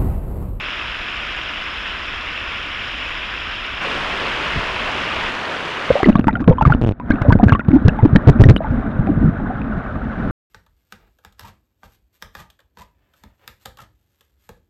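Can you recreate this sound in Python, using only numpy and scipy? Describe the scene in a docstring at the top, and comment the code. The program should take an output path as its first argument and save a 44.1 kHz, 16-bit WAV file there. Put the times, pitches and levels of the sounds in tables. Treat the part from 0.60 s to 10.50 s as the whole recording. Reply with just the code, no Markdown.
"""A small waterfall hisses across a creek pool, then a nearer riffle and a light breeze join it.
Dull blows of a hand on a waterproof camera case lead into the dip under water: air pockets gulp
and overload the microphone, bubbles ring and knock on the case, and a fingertip rubs over it.
The creek goes on as a muffled rumble, the riffle seeps back in, and the sound stops dead.
Water is made of ringing clicks and shaped noise, gulps and bubbles of wavering tones that die away."""
import sys
import numpy as np
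from scipy import signal
from scipy.fft import rfft, irfft, next_fast_len
from scipy.io import wavfile

SR = 44100
rng = np.random.default_rng(int(sys.argv[2]) if len(sys.argv) > 2 else 0)


def generate_wav(sig):
    """Save sig (samples, or channels by samples) to the path in sys.argv[1] as 16-bit PCM at SR."""
    pcm = np.round(np.clip(np.atleast_2d(sig).T, -1, 1) * 32767).astype(np.int16)
    wavfile.write(sys.argv[1], SR, pcm)


N = 436580
T = np.arange(N) / SR  # the time of every sample (s)

# riffle and breeze begin, waterfall and breeze end, camera goes under, all sound stops (s)
RIFFLE_S, FALL_END_S, DIVE_S, END_S = 3.2, 4.71, 5.42, 9.71

# big bubbles pinching off, and how hard each knocks on the case:
# start_s [s], pitch_hz [Hz], level_db [dB], knock_db [dB, relative]
BIG_BUBBLES = [ (5.354, 570, -4, -17), (5.402, 766, -11.5, -26), (5.443, 2013, -6.5, -16),
               (5.554, 1125, -7, -26), (5.682, 894, 0.5, 0), (5.753, 1410, -10.5, -29),
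               (5.878, 490, 1, -3.5), (5.908, 498, -4.5, -28), (5.983, 1020, -10, -32),
               (6.011, 893, 0.5, -13), (6.052, 1163, 1, -8), (6.098, 880, -9, -33), (6.122, 1390, -3, -4.5),
               (6.399, 980, -22.5, -15.5), (6.507, 1596, -7, -18), (6.650, 580, -9.5, -29),
               (6.704, 944, -5.5, -28), (6.725, 1510, -4.5, -10), (6.797, 716, -9, -27),
               (6.883, 1630, -10, -3), (6.894, 1580, -9, -1.5), (6.922, 1140, 1, -1),
               (6.950, 1120, -9.5, -5.5), (6.994, 1426, -11, -7), (7.283, 1672, -6.5, 0.5),
               (7.389, 888, -10.5, -30), (7.559, 1820, -2.5, -11), (7.838, 1850, -5.5, 2),
               (7.895, 1250, -2, -5), (7.963, 2900, -14.5, -1.5), (8.005, 641, -14, -35),
               (8.045, 874, -16.5, -33), (8.471, 787, -18.5, -9), (8.901, 750, -16.5, -27)]


def gulps(t60=0.021, wobble=0.14, glide=0.23, froth_hz=1500, froth_t60=0.012, fizz_db=-28,
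          surge_db=-11, surge_hz=105, surge_t60=0.097):
    """A big air pocket throbs unevenly while water pushes it, sheds froth, then dies away."""
    # loud dull blows on the case, from the hand and then from gulping air pockets:
    # start_s [s], pitch_hz [Hz], level_db [dB], driven_s [s], froth_db [dB against the throb]
    loud_gulps = [ (3.959, 125, -11.5, 0.0053, -30), (5.301, 151, -6, 0.0018, -24),
                  (5.304, 534, 0, 0.0066, -29), (5.430, 378, -7, 0.0041, -5),
                  (5.459, 380, -5.5, .004, -9.5), (5.469, 207, -5, .008, -18),
                  (5.485, 244.4, 3.5, .016, -21), (5.554, 230, -0.5, 0.0059, -19),
                  (5.593, 238, 1, 0.0026, -19), (5.670, 265, 0, 0.0021, -18),
                  (5.802, 260, -16.5, 0.02, -15.5), (5.876, 185, 5, 0.0065, -25),
                  (5.892, 175, 4.5, 0.011, -27), (6.021, 138, -5.5, 0.005, -13),
                  (6.060, 122.5, -.5, 0.019, -22), (6.101, 130, -8.5, .017, -26),
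                  (6.503, 163, 3.5, 0.0024, -13.5), (6.615, 109, -5, 0.007, -15),
                  (6.684, 107, 5.5, .012, -47), (6.722, 140, 3, 0.0048, -13.5),
                  (6.752, 173, 3, 0.0046, -45), (6.830, 211, 4, .013, -30), (6.859, 115, 1, .01, -48),
                  (6.919, 100, 4, .01, -29), (7.083, 184, -.5, .007, -29), (7.130, 243, -4, 0.036, -27),
                  (7.250, 99, 5, .012, -41), (7.278, 144.5, 0.5, 0.0084, -17), (7.428, 106, 4, .015, -43),
                  (7.450, 289, -2.5, .009, -18), (7.528, 113, 0.5, 0.0086, -39),
                  (7.552, 204.6, 2.5, .013, -22), (7.671, 117.2, 9.5, 0.028, -25.5),
                  (7.796, 109.7, 10.5, 0.022, -33), (7.854, 129, 4.5, .013, -49),
                  (7.884, 115.4, 10, 0.025, -24), (8.391, 138, -3.5, .009, -42),
                  (8.489, 287, -13.5, 0.016, -35), (8.575, 169, -7, 0.0055, -39),
                  (8.614, 229, -13.5, 0.031, -31), (8.642, 152, -5.5, 0.023, -46),
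                  (8.675, 170, -5.5, .018, -47)]
    out, t = np.zeros(N), T[:SR // 8]
    for start_s, pitch_hz, level_db, driven_s, froth_db in loud_gulps + small_gulps():
        after = np.maximum(t - driven_s, 0)  # time since the push ended
        swell = np.sin(np.pi / 2 * np.minimum(t * pitch_hz / .5, 1))
        # the pocket shrinks as it sheds air, so its pitch rises
        rising = glide * (np.minimum(t / (driven_s + .008), 1.5) - .45)
        pitch = pitch_hz * np.exp(rising + wobble * drift(174, size=len(t)))
        throb = -np.sin(2 * np.pi * np.cumsum(pitch) / SR) * from_db(-60 * after / t60)

        white = rng.standard_normal(len(t))
        dull_froth = rms_one(low_pass(white, froth_hz, order=3))
        fizz = from_db(fizz_db) * rms_one(low_pass(white, 4000, order=3))
        froth_fade = from_db(froth_db - 60 * after / froth_t60 + 3.4 * drift(380, size=len(t)))
        froth = (dull_froth + fizz) * froth_fade

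        # the displaced water presses slowly on the case, more so for big, low pockets
        surge_fade = from_db(surge_db - 60 * after / surge_t60) * np.sqrt(surge_hz / pitch_hz)
        surge = rms_one(low_pass(white, surge_hz)) * surge_fade
        add(out, start_s, from_db(level_db) * swell * (throb + froth + surge))
    return out


def small_gulps(low_hz=110, high_hz=320, level_db=-15, spread_db=4, longest_s=0.019, froth_db=-24):
    """Lesser pockets of random size gurgle between the loud ones: rows like those of the loud gulps."""
    rows = []
    born = escapes(per_s=20)
    for start_s, (smallness, strength, push) in zip(born, rng.random((len(born), 3))):
        pitch_hz = low_hz * (high_hz / low_hz) ** smallness
        own_level_db = level_db + spread_db * (2 * strength - 1)
        rows.append((start_s, pitch_hz, own_level_db, longest_s * push, froth_db))
    return rows


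def booming(x, hz=295, q=5, boom_db=-2):
    """The air inside the case booms along with whatever presses on it."""
    return x + from_db(boom_db) * signal.lfilter(*signal.iirpeak(hz, q, fs=SR), x)


def bubbles(low_hz=550, stray_octaves=2.9, stray_db=-21, per_octave_db=-4, spread_db=6, cycles=38,
            tick_db=-4):
    """Big bubbles pinch off one by one; small stray ones ring too and tick against the case."""
    out, ticks = np.zeros(N), np.zeros(N)
    for start_s, pitch_hz, level_db, _ in BIG_BUBBLES:
        # a 1 kHz bubble at 0 dB rings 0.038 s; higher ones die sooner, gentle ones ring longer
        t60 = 0.038 * (1000 / pitch_hz) ** 0.76 * from_db(-0.35 * level_db)
        add(out, start_s, bubble(pitch_hz, level_db, t60))
    born = escapes(per_s=110)
    for start_s, (smallness, strength, touch) in zip(born, rng.random((len(born), 3))):
        octave = stray_octaves * smallness
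        pitch_hz = low_hz * 2 ** octave
        level_db = stray_db + spread_db * (2 * strength - 1)
        add(out, start_s, bubble(pitch_hz, level_db + per_octave_db * octave, cycles / pitch_hz))
        add(ticks, start_s, touch * from_db([level_db + tick_db]))
    return out + case_ring(ticks)


def fragments(within_s=.016, least_octaves=.3, span_octaves=1.5, share_db=-7, per_octave_db=-8,
              cycles=42, count=2):
    """Each big bubble sheds smaller ones just after it forms, higher and fainter than itself."""
    out = np.zeros(N)
    for start_s, pitch_hz, level_db, _ in BIG_BUBBLES:
        for late, smallness in rng.random((count, 2)):
            octave = least_octaves + span_octaves * smallness
            small_hz = pitch_hz * 2 ** octave
            small_db = level_db + share_db + per_octave_db * octave
            add(out, start_s + within_s * late, bubble(small_hz, small_db, cycles / small_hz))
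    return out


def bubble(hz, level_db, t60, rise=0.029, wobble=0.042, attack=0.00077, flutter_db=2.5):
    """A bubble rings at the pitch of its size, wavering as it changes shape and rising a little."""
    t = T[:SR // 6]
    pitch = hz * (1 + rise * np.minimum(t / t60, 1) + wobble * drift(350, size=len(t)))
    fade = from_db(level_db - 60 * t / t60 + flutter_db * drift(360, size=len(t)))
    onset = 1 - np.exp(-t / attack)
    return fade * onset * np.sin(2 * np.pi * np.cumsum(pitch) / SR)


def escapes(per_s):
    """Random moments when air carried down escapes: rarer after the dive, none under a finger."""
    # a finger covers the case: from_s [s], to_s [s]
    covered_s = (6.17, 6.49)
    covered = (T > covered_s[0]) & (T < covered_s[1])
    air_lasts_s = 1.0
    chance = per_s / SR * np.exp(-np.abs(T - DIVE_S) / air_lasts_s)
    return T[(rng.random(N) < chance) & (T > DIVE_S) & ~covered]


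def knocks(crack_db=-13, crack_hz=4200, crack_t60=0.0042, hardening=2.9):
    """A knock is a short crack with the ring of the case; harder knocks crack much more."""
    clicks, cracks, t = np.zeros(N), np.zeros(N), T[:SR // 40]
    for start_s, _, _, knock_db in BIG_BUBBLES:
        add(clicks, start_s, from_db([knock_db - 11]))
        crack_fade = from_db(hardening * knock_db + crack_db - 60 * t / crack_t60)
        add(cracks, start_s, rng.standard_normal(len(t)) * crack_fade)
    return case_ring(clicks) + low_pass(cracks, crack_hz, order=3)


def case_ring(clicks):
    """Every touch sets the same few tones of the case ringing."""
    # tones of the flooded case: pitch_hz [Hz], level_db [dB], t60_s [s to fall by 60 dB]
    case_tones = [(226, 5.5, 0.036), (640, 3, 0.011), (1010, 0, 0.0079), (1460, 4, 0.0058),
                  (2526, -7, 0.0091), (3600, -22, 0.015), (5100, -36, .006)]
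    out = np.zeros(N)
    for k, (pitch_hz, level_db, t60_s) in enumerate(case_tones):
        out += (-1) ** k * from_db(level_db) * ring(clicks, pitch_hz, t60_s)
    return out


def rubbing(fade_db=-7, relax_s=.004, soft_hz=600, tick_db=-15, tick_low_hz=1600, tick_high_hz=3200,
            tick_t60=0.005):
    """Each fingertip slip dents the case with its own gritty tick; slips slow as the finger stops."""
    # a fingertip stuttering over the case:
    # start_s [s], lasts_s [s], slips_per_s [per s], level_db [dB at the first slip, before chance]
    rubs = [(5.933, .004, 100, -7), (6.149, .004, 100, -2), (6.214, 0.032, 130, 2), (6.263, 0.06, 107, 0.5)]
    slips, ticks, t = np.zeros(N), np.zeros(N), T[:SR // 100]
    for start_s, lasts_s, slips_per_s, level_db in rubs:
        for since in np.arange(0, lasts_s, 1 / slips_per_s):
            done = since / lasts_s
            at = start_s + since + .0008 * rng.normal() + 0.0034 * done ** 2
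            strength = from_db([level_db + fade_db * done + 2.8 * rng.normal()])
            add(slips, at, strength)
            tick_fade = from_db(tick_db - 60 * t / tick_t60)
            add(ticks, at, strength * rng.standard_normal(len(t)) * tick_fade)
    # the dented case springs back
    dents = signal.lfilter([-1], [1, -np.exp(-1 / (relax_s * SR))], slips + 1e-18)
    dents = signal.sosfilt(signal.butter(1, 60, "high", fs=SR, output="sos"), dents)
    tick_band = signal.butter(2, [tick_low_hz, tick_high_hz], "band", fs=SR, output="sos")
    return low_pass(dents, soft_hz) + signal.sosfilt(tick_band, ticks + 1e-18)


def underwater(churn_db=-22.5, rush_db=-32):
    """The current churns round the case while the fall's bubbles come muffled through its wall."""
    # spectrum of the churning: pitch_hz [Hz], level_db [dB per Hz, relative]
    churn_colour = [(20, -7), (45, 4), (90, -1), (125, -1), (170, -3), (230, 3), (290, -4), (350, -15),
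                    (600, -18.5), (1500, -72)]
    # spectrum of the muffled rush: pitch_hz [Hz], level_db [dB per Hz, relative]
    rush_colour = [(200, -15), (380, -2.5), (480, -6), (640, 1.5), (950, -5.5), (1500, 0), (2100, -17),
                   (3000, -28.5), (3850, -31), (4300, -43), (7000, -54.5), (14000, -63.5)]
    # brief dips and swells: middle_s [s], half_width_s [s], churn_change_db [dB], rush_change_db [dB]
    ebbs = [(5.76, 0.29, -1, -14.5), (6.25, 0.074, -2.5, -6), (6.37, 0.095, -14, -20),
            (6.8, 0.067, 1.5, -8), (7.02, .06, -9.5, -12), (7.97, 0.044, -1, -12), (8.55, 0.16, 4.5, -1),
            (9.3, 0.52, -3.5, 0.5), (9.67, 0.084, 7, 0.5)]
    churn_change_db, rush_change_db = np.array(ebbs)[:, 2:].T @ bells(ebbs)
    churn = coloured(rng.standard_normal(N), churn_colour)
    churn = churn * from_db(churn_db + churn_change_db + 3.0 * drift(30))
    rush = coloured(white_water(per_s=2500, cycles=44, spread_db=3.0, spray_db=3.5), rush_colour)
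    rush = rush * from_db(rush_db + rush_change_db + 0.93 * drift(25))
    return (churn + rush) * np.clip((T - DIVE_S) / .1, 0, 1)


def riffle():
    """Nearer water babbles with fewer, clearer bubbles; it fades as the camera sinks, then seeps back."""
    # spectrum of the riffle: pitch_hz [Hz], level_db [dB per Hz, relative]
    riffle_colour = [(20, -7.5), (100, -5.5), (190, -2.5), (340, -3.5), (470, -2.5), (700, -3), (840, -5),
                     (930, -1), (1450, -2), (2200, -5), (2900, -5.5), (4200, -17), (6000, -26.5),
                     (9000, -37), (11500, -45.5), (14500, -59)]
    sinking_db = -25 - 150.5 * np.maximum(T - 5.39, 0)  # steady at first, then falling in dB per s
    rising_db = -47 - 18.5 * (END_S - T)  # climbing in dB per s as the camera rises
    level_db = np.maximum(sinking_db, rising_db)
    babble = coloured(white_water(per_s=3500, cycles=20, spread_db=2.5, spray_db=5.0), riffle_colour)
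    return babble * from_db(level_db + .5 * drift(14)) * np.clip((T - RIFFLE_S) / 0.018, 0, 1)


def waterfall(level_db=-26.5):
    """Far away the bubbles merge into an even rush."""
    # spectrum of the waterfall: pitch_hz [Hz], level_db [dB per Hz, relative]
    fall_colour = [(20, 2), (55, 4), (140, -10), (290, -8), (430, -13.5), (660, -9.5), (840, -13),
                   (1000, -6.5), (1500, -3), (2000, -5.5), (2650, -1.5), (3400, -7), (4400, -24.5),
                   (5200, -18.5), (6200, -34.5), (6900, -32.5), (8100, -45), (9400, -42), (14000, -57)]
    rush = coloured(white_water(per_s=9000, cycles=26.0, spread_db=3.5, spray_db=6), fall_colour)
    return rush * from_db(level_db + 0.21 * drift(14)) * np.clip((FALL_END_S - T) / 0.0088, 0, 1)


def low_rumbles(breeze_db=-46.5):
    """Low rumbles on the microphone: a light breeze, a bump of the hand and a puff."""
    # the thud of a hand bump on the case, then a puff of air:
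    # middle_s [s], half_width_s [s], level_db [dB]
    bump_and_puff = [(3.98, .025, -26), (4.63, .11, -43)]
    breeze = from_db(breeze_db) * (T > RIFFLE_S) * (T < FALL_END_S)
    swells = from_db(np.array(bump_and_puff)[:, 2]) @ bells(bump_and_puff)
    return (breeze + swells) * rms_one(low_pass(rng.standard_normal(N), 180))


def white_water(per_s, cycles, spread_db, spray_db, count=28):
    """Countless bubbles of many sizes, each ringing for some cycles, over the smooth hiss of spray."""
    out = np.zeros(N)
    for hz in np.geomspace(350, 7000, count):
        draws = rng.random((int(per_s * N / SR / count), 3))
        clicks = np.zeros(N)
        sizes = from_db(spread_db * np.minimum(-np.log(1 - draws[:, 1]), 5))
        clicks[(draws[:, 0] * N).astype(int)] = sizes * np.sign(draws[:, 2] - .5)
        out += rms_one(ring(clicks, hz, cycles / hz)) * np.sqrt(hz)
    return rms_one(out) + from_db(spray_db) * rng.standard_normal(N)


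def ring(clicks, hz, t60):
    """A click of height 1 sets a sine of height 1 ringing, 60 dB weaker after t60 seconds."""
    r, w = from_db(-60 / (t60 * SR)), 2 * np.pi * hz / SR
    return signal.lfilter([0, np.sin(w)], [1, -2 * r * np.cos(w), r * r], clicks + 1e-18)


def coloured(x, spectrum):
    """Give a flat sound a spectrum, weakened below 20 Hz; average strength (rms) 1."""
    hz, db = np.transpose(spectrum)
    size = next_fast_len(N)
    f = np.maximum(np.fft.rfftfreq(size, 1 / SR), 1)
    gain = from_db(np.interp(np.log(f), np.log(hz), db)) * np.minimum(f / 20, 1) ** 2
    return rms_one(irfft(rfft(x, size) * gain, size)[:N])


def drift(rate, size=N):
    """A slow random wander around 0, with a new random target `rate` times per second."""
    knots = np.arange(size) * rate / SR
    count = int(knots[-1]) + 2
    return np.interp(knots, np.arange(count), rng.standard_normal(count))


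def bells(rows):
    """One smooth bump of height 1 for each row that begins with middle_s, half_width_s."""
    return np.array([np.exp(-((T - s) / width) ** 2) for s, width, *_ in rows])


def low_pass(x, hz, order=2):
    """Dull a sound by weakening what lies above a pitch."""
    return signal.sosfilt(signal.butter(order, min(hz, .45 * SR), fs=SR, output="sos"), x)


def from_db(db):
    """Turn decibels into a multiplying factor."""
    return 10 ** (np.asarray(db) / 20)


def rms_one(x):
    """Scale a sound to an average strength (rms) of 1."""
    return x / np.sqrt(np.mean(x ** 2) + 1e-20)


def add(out, s, sound):
    """Mix a sound in at a time (s)."""
    at = int(s * SR)
    out[at:at + len(sound)] += sound[:N - at]


def scene():
    """The creek from the bank, then from under its surface."""
    above = waterfall() + riffle() + low_rumbles()
    on_case = booming(gulps()) + knocks() + rubbing()
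    below = underwater() + bubbles() + fragments()
    return (above + on_case + below)[None]


def record(dry, hardness=4.7, stick_hz=450, overload=.91, cutoff_hz=16400):
    """Loud gulps overload the microphone; in a long deep dip it sticks, then snaps back."""
    flattened = dry / (1 + np.abs(dry / overload) ** hardness) ** (1 / hardness)
    # 0 = free, 1 = stuck: pulled down towards the lowest level
    stuck = np.clip(10 * (-low_pass(dry, stick_hz, order=1) / overload - 1.4), 0, 1)
    heard = flattened - low_pass(stuck * (flattened + overload), 4500)
    stopped = heard * (T < END_S)  # the sound stops dead
    return signal.sosfilt(signal.cheby2(12, 70, cutoff_hz, fs=SR, output="sos"), stopped)


dry = scene()
out = record(dry)
generate_wav(out)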